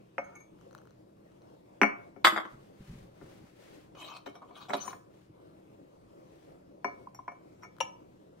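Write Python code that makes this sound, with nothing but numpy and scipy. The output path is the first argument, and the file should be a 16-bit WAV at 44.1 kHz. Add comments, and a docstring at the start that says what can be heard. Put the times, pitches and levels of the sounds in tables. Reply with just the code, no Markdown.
"""Small china cups are tipped into glass mugs of milk, close by in a quiet, faintly humming kitchen.
A knock, light taps and rubs open it; coffee trickles; two hard knocks come before a cup rattles on a
metal drip tray. Cloth rustles over low bumps, a cup knocks and scrapes over slats, and a soft footfall
passes. More knocks follow, a few drops fall, and the cup clinks on a half-full mug. Blows are pressure
swings plus dying sines, scrapes are random slips through resonances, cloth and air are shaped noise."""
import sys
import numpy as np
from scipy import signal
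from scipy.fft import rfft, irfft
from scipy.io import wavfile
from scipy.ndimage import uniform_filter1d

SR = 44100
rng = np.random.default_rng(int(sys.argv[2]) if len(sys.argv) > 2 else 0)


def wrap_up_sound(samples):
    """Save the sound to the file named by the first command line argument, as 16-bit audio."""
    columns = np.atleast_2d(samples).T
    # keep every value between -1 and 1, then stretch to whole-number steps
    tamed = np.clip(columns, -1, 1)
    steps = np.round(tamed * 32767).astype(np.int16)
    wavfile.write(sys.argv[1], SR, steps)


N = 370440

# dull knock of struck china, relative levels: f/Hz, level/dB, t60/s
DULL_MODES = [(826, -2, 0.073), (899, 4, 0.04), (1010, -5.5, 0.086), (1190, -5.5, 0.11), (1270, -6, 0.13),
              (1310, -5, 0.087), (1430, 0, 0.058), (1551, -12.5, 0.11), (1710, -13, 0.12),
              (1990, -11.5, 0.027), (1804, -11.5, 0.16), (2075, -8.5, 0.042), (2501, -11, 0.062),
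              (2836, -17.5, 0.059), (3170, -21, 0.028)]
# bowl of the cup, relative levels: f/Hz, level/dB, t60/s
BOWL_MODES = [(2196, 0, .19), (2302, -4, .24)]
# rim of the cup, relative levels: f/Hz, level/dB, t60/s
RIM_MODES = [(5610, 0, .14), (5655, -8, .08), (7220, -17, .08), (10300, -24, .18), (10900, -20, .05)]
# lip of the cup, relative levels: f/Hz, level/dB, t60/s
LIP_MODES = [(6440, 0, .14), (8990, -13, .08), (9550, -17, .08), (11380, -17, .08), (13900, -18, .07)]


def gain_of(db):
    """Decibels to gain."""
    return 10 ** (np.asarray(db) / 20)


def evened(x):
    """Scales to rms 1."""
    return x / np.sqrt(np.mean(x ** 2) + 1e-20)


def read(points, hz):
    """Reads a curve of (f/Hz, value) points on a log-frequency axis."""
    f, value = np.transpose(points)
    return np.interp(np.log(hz + 1), np.log(f + 1), value)


def add(mix, s, sound, pan_db):
    """Places a sound (one or two channels) at s seconds, left over right by pan_db."""
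    part = mix[:, round(s * SR):][:, :sound.shape[-1]]
    part += gain_of([[pan_db / 2], [-pan_db / 2]]) * sound[..., :part.shape[1]]


def coloured(x, spectrum):
    """Filters by a spectrum in dB, rms 1."""
    gains = gain_of(read(spectrum, np.fft.rfftfreq(len(x), 1 / SR)))
    return evened(irfft(rfft(x) * gains, len(x)))


def all_around(hz, left, other):
    """Short-time spectra in both channels of sound that arrives from every side."""
    # how alike the channels are: f/Hz, likeness (1 = same)
    likeness = [(60, 0.72), (200, 1), (350, 0.52), (600, 0.91), (1000, 0.67), (1500, 0.89), (2200, .15),
                (15000, .1)]
    # how far the left leads: f/Hz, phase/rad
    left_lead = [(60, 0.23), (200, 0.91), (350, 1.5), (600, 2.1), (1000, 4.1), (1500, 4.4), (3000, 1.4)]
    same = np.clip(read(likeness, hz), -1, 1)[:, None]
    turn = np.exp(-1j * read(left_lead, hz))[:, None]
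    right = same * left * turn + np.sqrt(1 - same ** 2) * other
    return np.array([left, right])


def air(patchy_db=2.0, swell_db=1.75, level_db=-57.5):
    """Room tone: random short-time spectra with drifting patches, plus wavering hums."""
    # colour of the room tone, relative: f/Hz, level/dB per Hz
    tone = [(12, -47), (20, -24), (65, -13), (91, -17), (108, -7), (174, -8.5), (224, -10.5), (314, -2.5),
            (416, -6), (452, -7.5), (535, -5), (839, -15.5), (1600, -27.5), (15200, -47.5), (16500, -53)]
    # sideways lean of the room tone: f/Hz, L-R/dB
    tone_pan = [(60, 1.5), (240, 0.5), (950, 2.5), (3770, 3), (15000, 4)]
    # appliance hums: f/Hz, middle level/dB
    hums = [(120, -69), (160, -70), (192, -66.5), (317, -69)]
    frames, hz = (N // 256 + 9) // 2, np.fft.rfftfreq(2048, 1 / SR)
    a, b, c, d, patches = rng.standard_normal((frames, 1025, 5)).T
    patches = uniform_filter1d(patches, size=20, axis=0)
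    patches = evened(uniform_filter1d(patches, size=8, axis=1))
    swell = evened(uniform_filter1d(rng.standard_normal(frames), size=12))
    lean = gain_of(np.multiply.outer([1, -1], read(tone_pan, hz) / 2))[:, :, None]
    level = gain_of(read(tone, hz)[:, None] + patchy_db * patches + swell_db * swell)
    spectra = lean * all_around(hz, a + 1j * b, c + 1j * d) * level
    out = gain_of(level_db) * evened(signal.istft(spectra, nperseg=2048, noverlap=1536)[1][:, :N])
    t = np.arange(N) / SR
    for f, db in hums:
        waver = evened(uniform_filter1d(rng.standard_normal(N), size=6000))
        # level and phase waver together
        out = out + gain_of(db + 3 * waver) * np.sin(2 * np.pi * f * t + 2.4 * waver)
    return out


def ring(modes, db, tilt_db=0, spread_db=2.0, beam_db=4.0, detune=0):
    """Dying sines; every blow lands on another spot, and each mode beams differently left and right."""
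    hz, mode_db, t60 = np.transpose(modes)[:, :, None]
    t = np.arange(round(.3 * SR)) / SR
    spot, skew, turn, off = rng.standard_normal((len(hz), 4)).T[:, :, None]
    hz = hz * (1 + detune * off)  # random detuning of each mode per blow
    # well above 690 Hz a mode reaches each channel with its own level and phase
    apart = np.array([1, -1])[:, None, None] * hz ** 2 / (hz ** 2 + 690 ** 2)
    level_db = db + mode_db + spread_db * spot + tilt_db * np.log2(hz / 1000) + beam_db * skew * apart
    decay = gain_of(level_db - 60 * t / np.clip(t60, .02, .3))
    waves = decay * np.sin(2 * np.pi * hz * t + 3 * spot + 1.384 * turn * apart)
    onset = 1 - np.exp(-t * hz / 1.8)
    return (waves * onset).sum(1)


def crack(db, swing_ms, turns=0.61, grit_db=-30):
    """The contact itself: a brief swing of pressure with a gritty edge."""
    t = np.arange(round(.3 * SR)) / SR
    u = t * 1000 / np.clip(swing_ms, .1, 3) - 1.5  # time in swings, 0 at the peak
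    swing = -np.exp(-(u / turns) ** 2) * np.cos(2 * np.pi * u)
    grit = rng.standard_normal((2, len(t))) * np.exp(-t / 0.0013) * np.minimum(t / 0.00064, 1)
    return gain_of(db) * (swing + gain_of(grit_db) * grit)


def knocks():
    """China blows: a crack, a dull thud, and the glass mug and cup bodies ringing; soft blows dwell longer."""
    # t/s, crack/dB, low thud/dB, mug/dB, mug tilt/(dB/octave), cup/dB, hardness/(dB/octave), L-R/dB
    blows = [(.181, -19.5, -39.5, -33.5, -9.5, -42, -3.5, 1),
             (1.815, -3.5, -17.5, -25.5, 9.5, -25, 1.5, -0.5),
             (1.832, -6.5, -31, -19.5, 10.5, -28.5, -4, 10),
             (2.162, -56.5, -48, -61.5, -13.5, -66.5, 1, 14), (3.213, -51.5, -46, -62, -9, -101, 5, 8),
             (3.949, -54, -55.5, -62.5, -10.5, -66.5, 5, 2.5), (4.264, -38.5, -45, -45.5, -8, -56, -3, 8.5),
             (4.274, -41, -45, -67, -2, -56, -3, -4), (4.353, -48, -54, -54, -1, -66, 13, 3),
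             (4.42, -65, -51, -58, -2.1, -72, -1, 3), (4.507, -57, -53, -45, 20, -71, .1, 3),
             (4.696, -32.5, -44.5, -37, 2, -58.5, 11, 7.5), (4.704, -27, -39, -34, 9, -56, -2.1, -2),
             (4.734, -24, -38, -29.5, 4, -62, 10, -10), (4.741, -27, -30.5, -41, -12, -66, 8, 1.5),
             (4.767, -50, -41, -60, 17, -60.5, 17, 3), (4.878, -36.5, -50, -31, 39, -55.5, 13, 5.5),
             (4.929, -37.5, -60, -33.5, 30, -67, 2, 1), (6.845, -24, -36, -20.5, 18.5, -36, 3, 7),
             (6.878, -44.5, -51.5, -44, -5, -58, -17.5, -3), (7.071, -66, -56.5, -39, 39, -89, 3, 0),
             (7.147, -48.5, -72, -51, 21, -65.5, 18, 2), (7.19, -59, -55.5, -33.5, 36, -74, .1, 3.5),
             (7.279, -32.5, -51, -27, 26.5, -49.5, -0.5, 5), (7.317, -51.5, -67.5, -45.5, 5.5, -73, 13, 2),
             (7.633, -39.5, -65.5, -54, 8, -55, 9.5, 2.5), (7.647, -48, -62.5, -49.5, 13.5, -59.5, -11, 3)]
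    # low thud, relative levels: f/Hz, level/dB, t60/s
    thud_modes = [(188, -4.5, 0.072), (214, -2.5, 0.1), (283.2, -2, 0.12), (357, 3, 0.059),
                  (409, -3.5, 0.11)]
    # belly, wall and hollow of the mug, relative levels: f/Hz, level/dB, t60/s
    belly_modes = [(549.3, 1, 0.075), (590, -4.5, 0.13)]
    wall_modes = [(705, 0, .11), (780, -4, .07)]
    hollow_modes = [(984, 1, 0.033), (1038.7, -4.5, .04)]
    # side wall of the cup, relative levels: f/Hz, level/dB, t60/s
    side_modes = [(4430, 0, .15)]
    # how strongly a blow reaches bowl, side, rim and lip: level/dB
    cup_share = [1, -26.5, -16.5, -26.5]
    out = np.zeros((2, N))
    mug_modes = belly_modes + wall_modes + hollow_modes
    cup_parts = (BOWL_MODES, side_modes, RIM_MODES, LIP_MODES)
    for s, db, thud_db, mug_db, height_db, cup_db, hard_db, pan_db in blows:
        contact_ms = .55 * gain_of(-.052 * db)
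        # the dull knock grows more slowly than the crack
        dull = ring(thud_modes, thud_db) + ring(DULL_MODES, -18 + .81 * db)
        mug = ring(mug_modes, mug_db, height_db, spread_db=1.95, beam_db=4.0)
        # hardness tilts the cup around its first bowl mode
        at_bowl_db = cup_db - hard_db * np.log2(BOWL_MODES[0][0] / 1000)
        cup = sum(ring(modes, at_bowl_db + share_db, hard_db, spread_db=4.43, beam_db=0.5)
                  for modes, share_db in zip(cup_parts, cup_share))
        add(out, s, crack(db, contact_ms) + dull + mug + cup, pan_db)
    return out


def taps_and_rubs():
    """Soft blurred taps and brief rubs of the cup: short noise bursts ring its modes."""
    # relative levels: t/s, dull knock/dB, bowl/dB, rim/dB, lip/dB, burst length/s, L-R/dB
    touches = [(0.238, -57, -66, -92, -61.5, 0.0066, 7), (.26, -59.5, -68, -92, -81, .09, 3),
               (.351, -55, -53, -88, -55, 0.013, 2.1), (0.4, -58, -54, -88, -57, 0.0072, 5),
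               (7.621, -52.5, -57, -59, -81.5, .012, 6.5)]
    out = np.zeros((2, N))
    parts = (DULL_MODES, BOWL_MODES, RIM_MODES, LIP_MODES)
    for s, *body_db, length, pan_db in touches:
        burst = rng.standard_normal(round(length * SR)) / np.sqrt(500)
        touch = sum(ring(modes, db, spread_db=2.5, beam_db=-0.5) for modes, db in zip(parts, body_db))
        add(out, s, signal.fftconvolve(touch, burst[None], axes=1), pan_db)
    return out


def coffee(pan_db=7.5):
    """Each drop is a short dull plop with a bright tick of three sines on top."""
    # relative levels: t/s, plop/dB, tick/dB
    drops = [(.5878, -59, -76), (0.6117, -55, -63), (0.71, -52, -65), (.7294, -55, -64),
             (.7495, -37.5, -56), (0.7795, -55, -54), (.7858, -51, -58), (.8165, -53, -72),
             (0.854, -55, -70), (0.8725, -52, -65), (.895, -64, -69), (.9074, -57, -65), (1.3186, -66, -68),
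             (1.4194, -67, -62.5), (1.4995, -62, -70), (7.766, -54, -65), (7.7845, -46, -67)]
    # sines of a tick: f/Hz
    tick_hz = [3060, 4140, 6040]
    out, t = np.zeros((2, N)), np.arange(300) / SR
    tick_shape = np.e * t / 0.001 * np.exp(-t / 0.00058)
    for s, db, tick_db in drops:
        add(out, s, crack(db, swing_ms=.78, turns=.9, grit_db=-10.0), pan_db)
        tick = sum(gain_of(4.1 * rng.standard_normal()) * np.sin(2 * np.pi * hz * t) for hz in tick_hz)
        add(out, s, gain_of(tick_db) * tick * tick_shape, pan_db)
    return out


def drag(slats_db=10.5, shift_db=6.5, wander=.015, pan_db=3.0):
    """Uneven slips of unglazed china; the cup's foot touches now one slat, now another."""
    # strokes over the slats: t/s, rise/s, hold/s, level/dB, brightness/dB
    strokes = [(2.242, 0.0048, 0.0048, -21, 14), (2.349, 0.023, 0.0018, -35.5, -10),
               (2.437, 0.013, 0.012, -48.5, -6), (3.947, 0.0042, 0.026, -57.5, 4.5),
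               (3.961, 0.036, .17, -48, 5.5), (4.257, 0.0042, 0.0041, -48, 7.5),
               (4.339, 0.017, 0.0016, -53.5, -2.5), (4.41, .012, 0.0019, -47.5, -12),
               (4.46, .03, 0.065, -61.5, -5), (4.541, 0.019, 0.08, -52, 13),
               (4.682, 0.0051, .02, -46.5, -0.5), (4.729, 0.0055, .002, -31, -6),
               (4.77, 0.0092, 0.13, -50, 4)]
    # slat resonances, relative levels: f/Hz, width/Hz, level/dB
    slat_modes = [(766.5, 100, -1), (1010, 80, -1.5), (1180, 180, 2.5), (1440, 74, -5.5), (1870, 21, -15.5),
                  (2246, 22, -12), (2470, 170, -8.5), (3076, 80, -3.5), (3370, 80, -7), (3890, 120, -5),
                  (4340, 410, -12.5), (5040, 77, -20.5), (5330, 120, -22), (5590, 29, -13.5),
                  (6050, 73, -14), (6450, 43, -18), (6704, 19, -14), (6780, 53, -21), (7580, 60, -13.5),
                  (8036, 35, -16), (9060, 60, -19), (9700, 191, -26.5), (10815, 240, -30), (10800, 32, -27),
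                  (11950, 35, -23.5), (12620, 36, -28.5), (13100, 87, -25.5), (13564, 48, -21),
                  (15000, 61, -26.5), (15400, 28, -20)]
    # colour of the rough contact, relative: f/Hz, level/dB per Hz
    grit_colour = [(180, -36), (300, -4.5), (447, -17.5), (1250, -1), (2000, -21), (3130, -8), (4750, -14),
                   (8940, -22), (10400, -31.5), (16000, -31.5)]
    out, lag = np.zeros((2, N)), np.arange(2000) / SR
    for s, rise, hold, db, bright_db in strokes:
        t = np.arange(0, rise + hold + .1, 1 / SR)
        # a stroke rises from 23 dB down and dies at 380 dB per second
        stroke_db = db - 23 * np.maximum(1 - t / rise, 0) - 380 * np.maximum(t - rise - hold, 0)
        # about 6000 slips a second, of uneven strength
        strength = gain_of(2.8 * np.minimum(rng.exponential(1, len(t)), 3))
        slips = (rng.random(len(t)) < 6000 / SR) * strength
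        shared, left, right = rng.standard_normal((3, len(t)))
        slips = slips * (shared + 1.1 * np.array([left, right]))
        touch = evened(uniform_filter1d(rng.standard_normal((len(slat_modes), len(t))), size=2000))
        touch = gain_of(shift_db * np.clip(touch, -3, 1.4))  # random gains, clipped so no slat sticks out
        # each stroke detunes the slats a little at random
        detuned = 1 + wander * rng.standard_normal(len(slat_modes))
        slats = 0
        for (f, width, mode_db), k, g in zip(slat_modes, detuned, touch):
            mode = np.exp(-np.pi * width * lag) * np.sin(2 * np.pi * f * k * lag)
            mode = gain_of(mode_db) * width * mode
            slats = slats + signal.oaconvolve(slips * g, mode[None])[:, :len(t)]
        rub = np.array([coloured(x, grit_colour) for x in slips]) + gain_of(slats_db) * evened(slats)
        # keeps the scrape free of bass
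        rub = signal.lfilter(*signal.butter(N=3, Wn=450, btype="high", fs=SR), rub)
        dull = signal.lfilter(*signal.butter(N=2, Wn=1700, fs=SR), rub)
        rub = dull + gain_of(bright_db) * (rub - dull)
        rub = rub / np.sqrt(uniform_filter1d((rub ** 2).mean(0), size=2500))  # steady level before the stroke
        add(out, s, gain_of(stroke_db) * rub * signal.windows.tukey(len(t), .04), pan_db)
    return out


def rattles():
    """The cup lands and rocks on the drip tray; each landing bounces twice more, ever weaker."""
    # t/s, crack/dB, hardness/(dB/octave), L-R/dB
    landings = [(2.247, -2.5, 0.5, 2), (2.253, -8, -0.5, 0), (2.27, -6, 1, 3.5), (2.323, -22, -8.5, -2),
                (2.345, -30, -8.5, -1), (2.362, -20, -2, 9), (2.376, -16, -2.7, 3), (2.4, -24.5, -2.5, 0.5),
                (2.452, -32, -7, 6), (2.529, -54, -16.5, -1.5)]
    # metal tray, relative levels: f/Hz, level/dB, t60/s
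    tray_modes = [(216, -10.5, 0.062), (338, -2.5, 0.076), (623.4, -10.5, .1), (850, -6.5, 0.061),
                  (1117, 0, .1), (1287, -4.5, 0.2), (1370, 0, 0.056), (1535, -8, 0.15), (1981, -3, 0.089),
                  (2087, -5, 0.046), (2126, -1, 0.048), (2634, -14.5, 0.068), (3250, -7, 0.089),
                  (3493, -4.5, 0.045), (3503, -3, 0.076), (3760, -7.5, .07), (4830, -11, 0.058),
                  (4900, -17.5, 0.071), (5400, -26.5, 0.036), (6700, -22, 0.084), (7560, -21, 0.12),
                  (8400, -25, .08), (9600, -26.5, 0.066), (10200, -31, .1), (10360, -25.5, 0.14),
                  (11700, -30.5, 0.13), (12240, -25, 0.11), (13400, -27.5, .1), (15000, -30, .15)]
    out = np.zeros((2, N))
    for s, db, tilt_db, pan_db in landings:
        blow = crack(db, swing_ms=.72, grit_db=-28.5)
        blow = blow + ring(tray_modes, db - 16.5, tilt_db, spread_db=0.5, detune=0.014)
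        add(out, s, blow, pan_db)
        for late in np.cumsum(.009 * rng.uniform(0.59, 1.3, size=2)):  # seconds after the landing
            bounce = rng.choice([-1, 1]) * gain_of(-4.5 - 500 * late) * blow
            add(out, s + late, bounce, pan_db)
    return out


def sleeve(rough_db=1.0, pan_db=3.0, bright_hz=1800):
    """A sleeve swishes: cloth hisses unevenly, with separate noise in each channel."""
    # middle t/s, level/dB, half length/s, brightness/dB
    swishes = [(2.512, -65, 0.032, -2.5), (2.612, -70.5, 0.1, 1.3), (2.92, -63, .15, 1),
               (3.3, -62, .15, -1.5), (3.471, -65, 0.041, -4.7), (3.695, -70, 0.16, 8),
               (5.196, -73, 0.092, 1.5), (6.398, -73, 0.14, 3)]
    # colour of cloth, relative: f/Hz, level/dB per Hz
    cloth_colour = [(290, -41), (500, -10.5), (553, -1), (698, -18.5), (761, -3), (868, -10), (2070, -11),
                    (8960, -24), (16000, -30)]
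    t, out = np.arange(N) / SR, np.zeros((2, N))
    left, right, creases = rng.standard_normal((3, N))
    creases = gain_of(rough_db * evened(uniform_filter1d(creases, size=400)))
    cloth = np.array([coloured(left, cloth_colour), coloured(right, cloth_colour)]) * evened(creases)
    dull = signal.lfilter(*signal.butter(N=2, Wn=bright_hz, fs=SR), cloth)
    for s, db, half, bright_db in swishes:
        swell = gain_of(db) * np.exp(-abs((t - s) / half) ** 3)
        add(out, 0, swell * (dull + gain_of(bright_db) * (cloth - dull)), pan_db)
    return out


def handling_bumps(rise_s=0.035):
    """Low bumps of handling: deep noise, alike in both channels, swells up to each bump and dies."""
    # t/s, level/dB, t60/s
    bumps = [(2.54, -53, .3), (2.808, -49, 0.15), (2.898, -44.5, 0.66), (3.23, -55.5, 0.5),
             (3.44, -52.5, 0.12), (3.51, -70, .3), (3.71, -67.5, .7)]
    # colour of a bump, relative: f/Hz, level/dB per Hz
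    bump_colour = [(8.8, -29), (15, -6.5), (86, -9), (140, -1.5), (244, -10), (291, -26), (367, -15),
                   (500, -28), (650, -58), (1100, -120)]
    t, out = np.arange(N) / SR, np.zeros((2, N))
    envelope = 0
    for s, db, t60 in bumps:
        rise = np.clip(1 + (t - s) / rise_s, 0, 1) ** 2
        envelope = envelope + rise * gain_of(db - 60 * np.maximum(t - s, 0) / t60)
    add(out, 0, coloured(rng.standard_normal(N), bump_colour) * envelope, 0)
    return out


def cup_tones(start_s=0.0304):
    """High tones of the cup ring on as it lifts off after the scrape, with a soft noisy start."""
    # t/s, level/dB, L-R/dB
    tones = [(4.8, -59.5, 11.5), (4.83, -58.5, 13), (4.86, -62, -4), (4.894, -71, 4)]
    # high modes of the cup, relative levels: f/Hz, level/dB, t60/s (held to 0.3 s at most)
    tone_modes = [(5500, -2, 0.34), (6100, 13, 0.088), (6760, -0.5, 0.36), (8900, 2, 0.38), (15000, -5, .3),
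                  (15400, -11, .3)]
    out, length = np.zeros((2, N)), start_s * SR
    for s, db, pan_db in tones:
        noisy_start = rng.standard_normal(round(length)) / np.sqrt(length)
        tone = ring(tone_modes, db, spread_db=4.0, detune=0.0044)
        add(out, s, signal.fftconvolve(tone, noisy_start[None], axes=1), pan_db)
    return out


def footfall(s=5.295, db=-35, hz=135.4, t60=0.06):
    """One soft step: two low sines that die quickly."""
    out = np.zeros((2, N))
    add(out, s, ring([(hz, 0, t60), (hz * 2.3, -8, t60)], db), 0)
    return out


def clinks():
    """The cup meets the half-full mug: a short crack and the ringing of the mug."""
    # t/s, crack/dB, ring/dB, L-R/dB
    meetings = [(7.804, -26, -27, 11), (7.809, -24.5, -23, -2.5), (7.827, -38.5, -35.5, 0.5),
                (7.87, -58, -66, 7)]
    # half-full mug, relative levels: f/Hz, level/dB, t60/s
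    full_modes = [(552, 1, 0.032), (775, -16.5, 0.19), (910, -3, 0.053), (977, -11, 0.064),
                  (1015, -4.5, 0.049), (1272, -7.5, 0.043), (1730, -21, 0.072), (2290, -13.5, 0.15),
                  (2750, -9, 0.046), (2786, -9, 0.05), (2890, -10, 0.064), (2990, -19, .08),
                  (3550, -30, 0.065), (5730, -11.5, 0.071), (6611, -18, 0.023), (7192, -27, 0.064),
                  (9230, -34, 0.054), (10750, -24.5, 0.03), (13400, -37, 0.045)]
    out = np.zeros((2, N))
    for s, db, ring_db, pan_db in meetings:
        blow = crack(db, swing_ms=0.36, grit_db=-21)
        add(out, s, blow + ring(full_modes, ring_db, spread_db=2.0, detune=0.0061), pan_db)
    return out


def kitchen(x):
    """Echo: sparse taps of random sign, one in every 20 samples, each band dying at its own speed."""
    # echo time of the room: f/Hz, t60/s
    echo_t60 = [(150, 0.28), (500, 0.58), (1500, 0.38), (4000, 0.29), (10000, 0.25)]
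    at = np.arange(90, SR // 2 - 20, 20) + rng.integers(0, 20, (2, (SR // 2 - 91) // 20))
    taps = np.zeros((2, SR // 2))
    np.put_along_axis(taps, at, rng.choice([-1., 1.], at.shape), axis=1)
    hz, t, z = signal.stft(taps, SR, nperseg=256)
    decay = gain_of(-60 * t / np.maximum(read(echo_t60, hz), .05)[:, None])
    z = all_around(hz, *z) * decay
    tail = signal.istft(z, SR, nperseg=256)[1][:, :SR // 2]
    tail = tail * (np.arange(SR // 2) > 90)  # nothing returns in the first 2 ms
    return signal.fftconvolve(x[None], tail / np.linalg.norm(tail[0]), axes=1)[:, :N]


def scene():
    """Everything on the counter, its echo in the kitchen, and the background."""
    near = knocks() + taps_and_rubs() + coffee() + drag() + rattles() + cup_tones() + clinks()
    # the microphone passes little deep bass from close sounds
    near = signal.lfilter(*signal.butter(N=2, Wn=59, btype="high", fs=SR), near)
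    background = air() + sleeve() + handling_bumps() + footfall()
    return near + gain_of(-12.5) * kitchen(near[0]) + background


def record(dry):
    """The hardest blows bend over near full scale; then a low-pass at 15.85 kHz limits the band."""
    bent = dry / (1 + (abs(dry) / .93) ** 8) ** (1 / 8)
    low_pass = signal.firwin(511, 15850, window=("kaiser", 9), fs=SR)
    return signal.oaconvolve(bent, low_pass[None], "same")


dry = scene()
out = record(dry)
wrap_up_sound(out)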